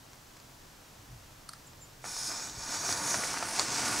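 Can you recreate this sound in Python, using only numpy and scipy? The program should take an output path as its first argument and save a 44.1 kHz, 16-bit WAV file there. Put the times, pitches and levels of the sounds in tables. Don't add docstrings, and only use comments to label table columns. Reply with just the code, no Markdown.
import sys
import numpy as np
from scipy import signal
from scipy.fft import rfft, irfft
from scipy.io import wavfile

SR = 44100
rng = np.random.default_rng(int(sys.argv[2]) if len(sys.argv) > 2 else 0)


def store_pcm(level_fs):
    pcm = np.round(np.clip(level_fs, -1, 1) * 32767).astype(np.int16)
    wavfile.write(sys.argv[1], SR, np.atleast_2d(pcm).T)


N = 176400

# time in seconds, then relative levels of hiss, fizz and roar in dB.
BLAZE_LEVELS = [(2.015, -62, -80, -82), (2.038, -52, -61, -66.5), (2.049, -42, -50, -47),
                (2.16, -39.5, -47, -52), (2.27, -36, -44, -47), (2.36, -39, -55, -45.5),
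                (2.45, -38.5, -57, -47.5), (2.53, -45, -65, -52.5), (2.65, -40.5, -54, -48.5),
                (2.74, -34, -50, -41.5), (2.788, -37.5, -53, -43.5), (2.915, -31.5, -42.5, -39),
                (2.955, -37, -46.5, -41.5), (3.02, -36.5, -44.5, -39.5), (3.11, -32.5, -40.5, -39),
                (3.2, -37, -44, -39), (3.28, -34, -45, -41), (3.4, -39.5, -51, -41),
                (3.498, -39, -43.5, -42.5), (3.6, -32.5, -47, -38), (3.68, -36.5, -55, -40.5),
                (3.76, -31.5, -52, -38.5), (3.89, -33.5, -40.5, -35), (4.0, -32, -43.5, -36.5)]
# frequency in Hz, relative spectral level in dB.
CORNER_HISS_SPECTRUM = [(2000, -35), (3100, -14), (4200, -6), (5500, -7.5), (6200, -5), (6800, -4.5),
                        (7400, -8), (8400, -16), (12300, -26), (13200, -24), (15600, -27)]
BROAD_HISS_SPECTRUM = [(1500, -26), (2200, -5.5), (3000, -7.5), (4000, -4.5), (5200, 1), (6400, 1),
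                       (7300, -3.5), (8000, -2), (9200, -10), (12000, -21.5), (15600, -27)]
FIZZ_SPECTRUM = [(7500, -38), (8400, -4), (8900, -0.5), (9600, -1), (10400, -6), (11200, -10.5),
                 (12300, -20), (13200, -16), (15600, -31)]
ROAR_SPECTRUM = [(250, -28), (480, -4), (700, 0), (900, 0.5), (1200, -4.5), (1550, -2.5), (2000, -3.5),
                 (2350, -8), (2700, -10), (4000, -29.5)]
RUMBLE_SPECTRUM = [(35, -15), (70, -9), (135, 0.5), (170, -5.5), (215, 1), (245, -5), (285, 4.5), (400, -5),
                   (700, -20)]
POP_BODY_SPECTRUM = [(200, -17), (500, -3), (1000, 2.5), (1500, -1.5), (2200, -3), (3200, -20.5),
                     (6000, -31)]
POP_CRACK_SPECTRUM = [(1500, -21.5), (3000, -16), (4300, 0.5), (6200, -2), (7500, -3.5), (10000, -23),
                      (15000, -28)]
SPIT_SPECTRUM = [(600, -27), (1350, 4.5), (2500, -18), (3900, -13), (4550, 7.5), (5400, -8), (8300, -10),
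                 (9400, -2), (10500, -19), (11400, -12), (14000, -32)]
PUFF_SPECTRUM = [(20, -35), (40, 8), (80, -3), (130, 3), (220, -17), (500, -39)]
ROOM_TONE_SPECTRUM = [(20, 4), (45, -11.5), (70, 0), (130, 0), (180, -8), (280, -6.5), (400, -11.5),
                      (900, -11), (1500, -14), (2200, -17.5), (3500, -18), (4500, -17.5), (5700, -16.5),
                      (7400, -18.5), (8800, -22.5), (15500, -25.5)]
# centre in Hz, width in Hz, relative gain in dB.
JET_RESONANCES = [(1482, 97, -3), (2427, 110, -6), (3600, 62, -7.5), (4580, 51, 1), (4940, 110, -1.5),
                  (5390, 120, 2.5), (5774, 220, 1), (6480, 250, 1.5), (7010, 170, -1.5), (7880, 170, -2),
                  (8520, 190, -7), (10130, 350, -15), (11550, 280, -18.5)]
ROAR_RESONANCES = [(728, 8.3, -3.5), (935, 95, -6), (1090, 8.3, -11), (1188, 105, 0.5), (1450, 32, 8.5),
                   (1684, 53, -8), (2270, 45, -1)]
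# peak time and Gaussian width in seconds, centre and width in Hz, level in dB.
JET_SWELLS = [(2.267, 0.085, 5150, 350, -42), (2.898, 0.035, 5780, 790, -40),
              (3.114, 0.039, 6200, 1460, -34.5)]
# start in seconds, relative levels of body and crack in dB, spray decay time in seconds.
POP_EVENTS = [(.132, -46, -48.5, 0.0022), (.368, -47.5, -47, 0.0052), (.400, -53, -50, .002),
              (1.7335, -51, -53, .001), (2.042, -37, -49, 0.0028), (2.165, -36.5, -37, 0.0022),
              (2.497, -46, -35.5, .002), (2.9255, -36, -23, 0.0022), (3.142, -21.5, -31, 0.0055),
              (3.236, -26.5, -42, .004), (3.340, -36, -36, 0.0016), (3.373, -28, -45, 0.0025),
              (3.426, -24.5, -31, 0.0054), (3.589, -34, -33, 0.00041), (3.5952, -20.5, -18, 0.003)]
# start in seconds, level in dB, length in seconds.
SPIT_EVENTS = [(1.4882, -36.5, 0.0048), (1.5316, -40, 0.0042)]
# start and length in seconds, first, middle and last pitch in Hz, level in dB.
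WHISTLE_GLIDES = [(1.656, 0.037, 8350, 7300, 6400, -54.5), (1.794, .072, 7300, 7260, 6540, -52.5)]
# peak time, rise time and decay time in seconds, level in dB.
PUFF_EVENTS = [(1.125, 0.029, 0.041, -49), (1.24, .02, 0.023, -54), (2.585, 0.056, 0.039, -48)]
# delay in seconds, gain against the direct sound.
REFLECTIONS = [(.00075, 0.027), (.0017, 0.061), (.0044, .15)]
# frequency in Hz, level in dB.
HUM_TONES = [(37.5, -69), (135, -70)]
# frequency in Hz, gain of the left-right difference in dB.
FIRE_WIDTH = [(100, -37.5), (400, -17), (1200, -56), (2500, -10.5), (4500, -45), (6000, -16.5), (7500, -11),
              (9300, -15), (11000, -110), (15000, -68)]
ROOM_TONE_WIDTH = [(60, -46), (110, -18), (200, -13.5), (380, -4), (700, -2), (1290, -3.5), (2380, -3.5),
                   (4400, -8.5), (8120, -10.5), (15000, -28)]

HISS_DB, FIZZ_DB, RUMBLE_DB = -1.5, -0.5, -8
CATCH_S, RUMBLE_DB_PER_S = 2.04, 0.5
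SPREAD_S = (3.13, 3.29)
ROOM_T60_S, ROOM_TAIL_DB, ROOM_TONE_DB, BALANCE_DB = 0.42, -10.5, -54.5, 0.7


def gas_hiss(t):
    times, hiss_db, fizz_db, _ = np.array(BLAZE_LEVELS).T
    sizzle = lambda: grainy(per_s=3800, spread_db=2.5, share=0.77)
    rings = sum(undb(db) * resonate(resonate(sizzle(), hz, width), hz, width)
                for hz, width, db in JET_RESONANCES)
    corner = unit(unit(rings) + undb(-3) * colour(sizzle(), CORNER_HISS_SPECTRUM))
    broad = colour(sizzle(), BROAD_HISS_SPECTRUM)
    spread = np.interp(t, SPREAD_S, [0, 1])
    hiss = np.sqrt(1 - spread) * corner + np.sqrt(spread) * broad
    hiss *= envelope(t, times, hiss_db + HISS_DB)
    fizz = colour(sizzle(), FIZZ_SPECTRUM) * envelope(t, times, fizz_db + FIZZ_DB)
    return (hiss + fizz) * flutter(rate=48, depth_db=0.8)


def flame(t):
    times, _, _, roar_db = np.array(BLAZE_LEVELS).T
    roar = colour(grainy(per_s=300, spread_db=4, share=0.14), ROAR_SPECTRUM)
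    rings = sum(undb(db) * resonate(roar, hz, width) for hz, width, db in ROAR_RESONANCES)
    roar = unit(roar + rings) * envelope(t, times, roar_db)
    rumble_db = roar_db + RUMBLE_DB + RUMBLE_DB_PER_S * (times - CATCH_S)
    rumble = colour(noise(), RUMBLE_SPECTRUM) * envelope(t, times, rumble_db)
    return roar * flutter(rate=60, depth_db=1.3) + rumble * flutter(rate=18, depth_db=1.6)


def jets(t):
    out = np.zeros(N)
    for peak, length, hz, width, db in JET_SWELLS:
        swell = np.exp(-((t - peak) / length) ** 2 / 2)
        out += undb(db) * swell * unit(resonate(resonate(noise(), hz, width), hz, width))
    return out


def pops(t):
    body, crack = np.zeros((2, N))
    for onset, body_db, crack_db, decay in POP_EVENTS:
        start = int(onset * SR)
        burst = noise()[:N - start] * np.exp(-t[:N - start] / decay)
        burst /= np.linalg.norm(burst)
        burst[0] = undb(-6)
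        body[start:] += undb(body_db) * burst
        crack[start:] += undb(crack_db) * burst
    return (colour(body, POP_BODY_SPECTRUM) + colour(crack, POP_CRACK_SPECTRUM)) * np.sqrt(SR * .001)


def spits(t, rise_s=0.003, decay_s=0.0016):
    gate = np.zeros(N)
    for start, db, length in SPIT_EVENTS:
        attack = np.clip((t - start) / rise_s, 0, 1)
        release = np.exp(-np.maximum(t - start - length, 0) / decay_s)
        gate += undb(db) * attack * release
    return colour(noise() * gate, SPIT_SPECTRUM)


def whistles(t):
    out = np.zeros(N)
    for start, length, *pitches, db in WHISTLE_GLIDES:
        along = np.clip((t - start) / length, 0, 1)
        glide = np.polyval(np.polyfit([0, .5, 1], pitches, 2), along)
        hz = glide * (1 + 0.018 * walk(780))
        swell = undb(db) * np.sin(np.pi * along) ** 2
        out += swell * np.sqrt(2) * np.sin(2 * np.pi * np.cumsum(hz) / SR)
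    return out


def puffs(t):
    gate = sum(undb(db) * np.exp(-np.maximum((peak - t) / rise, (t - peak) / decay))
               for peak, rise, decay, db in PUFF_EVENTS)
    return colour(noise(), PUFF_SPECTRUM) * gate


def room(x, t):
    decay = np.exp(-np.log(1000) * t / ROOM_T60_S) * (t > .003)
    tail, scatter = (h / np.linalg.norm(h) for h in (noise() * decay, noise() * decay))
    response = undb(ROOM_TAIL_DB) * tail
    response[0] += 1
    for delay, gain in REFLECTIONS:
        response[int(delay * SR)] += gain
    response /= np.linalg.norm(response)
    mid, diffuse = (signal.fftconvolve(x, h)[:N] for h in (response, scatter))
    return widen(mid, diffuse, FIRE_WIDTH) * undb(np.array([[-BALANCE_DB], [BALANCE_DB]]) / 2)


def room_tone(t):
    mid, diffuse = (unit(colour(noise(), ROOM_TONE_SPECTRUM)) * undb(ROOM_TONE_DB) for _ in range(2))
    hum = sum(undb(db) * np.sqrt(2) * np.sin(2 * np.pi * hz * t + 1.8 * walk(1.1))
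              for hz, db in HUM_TONES)
    return widen(mid + hum, diffuse, ROOM_TONE_WIDTH)


def grainy(per_s, spread_db, share):
    sizes = undb(spread_db * np.minimum(rng.exponential(size=N), 5))
    bursts = (rng.random(N) < per_s / SR) * sizes * np.sign(noise())
    return np.sqrt(share) * unit(bursts) + np.sqrt(1 - share) * noise()


def envelope(t, times, db):
    return undb(np.interp(t, times, db, left=-np.inf))


def flutter(rate, depth_db):
    return undb(depth_db * walk(rate))


def walk(rate):
    return unit(irfft(rfft(noise()) / (1 + (np.arange(N // 2 + 1) * SR / N / rate) ** 2), N))


def colour(x, points):
    hz, db = np.array(points, float).T
    f = np.maximum(np.fft.rfftfreq(N, 1 / SR), 1)
    octaves_outside = np.maximum(np.log2(hz[0] / f), 0) + np.maximum(np.log2(f / hz[-1]), 0)
    gain = unit(undb(np.interp(np.log(f), np.log(hz), db) - 20 * octaves_outside))
    cepstrum = irfft(np.log(gain), N)
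    cepstrum[1:N // 2] *= 2
    cepstrum[N // 2 + 1:] = 0
    response = irfft(np.exp(rfft(cepstrum)), N)[:N // 8]
    return signal.fftconvolve(x, response)[:N]


def resonate(x, hz, width):
    return signal.lfilter(*signal.iirpeak(hz, hz / width, fs=SR), x)


def widen(mid, diffuse, points):
    hz, db = np.array(points, float).T
    f = np.maximum(np.fft.rfftfreq(2 * N, 1 / SR), 1)
    gain = undb(np.interp(np.log(f), np.log(hz), db))
    side = irfft(rfft(diffuse, 2 * N) * gain)[:N]
    return np.array([mid + side, mid - side])


def noise():
    return rng.standard_normal(N)


def unit(x):
    return x / np.sqrt(np.mean(x ** 2))


def undb(db):
    return 10 ** (np.asarray(db) / 20)


def scene():
    t = np.arange(N) / SR
    fire = gas_hiss(t) + flame(t) + jets(t) + pops(t) + spits(t) + whistles(t)
    return room(fire, t) + puffs(t) + room_tone(t)


def record(dry, top_hz=15700):
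    return signal.sosfilt(signal.ellip(12, .1, 80, top_hz, fs=SR, output="sos"), dry)


dry = scene()
out = record(dry)
store_pcm(out)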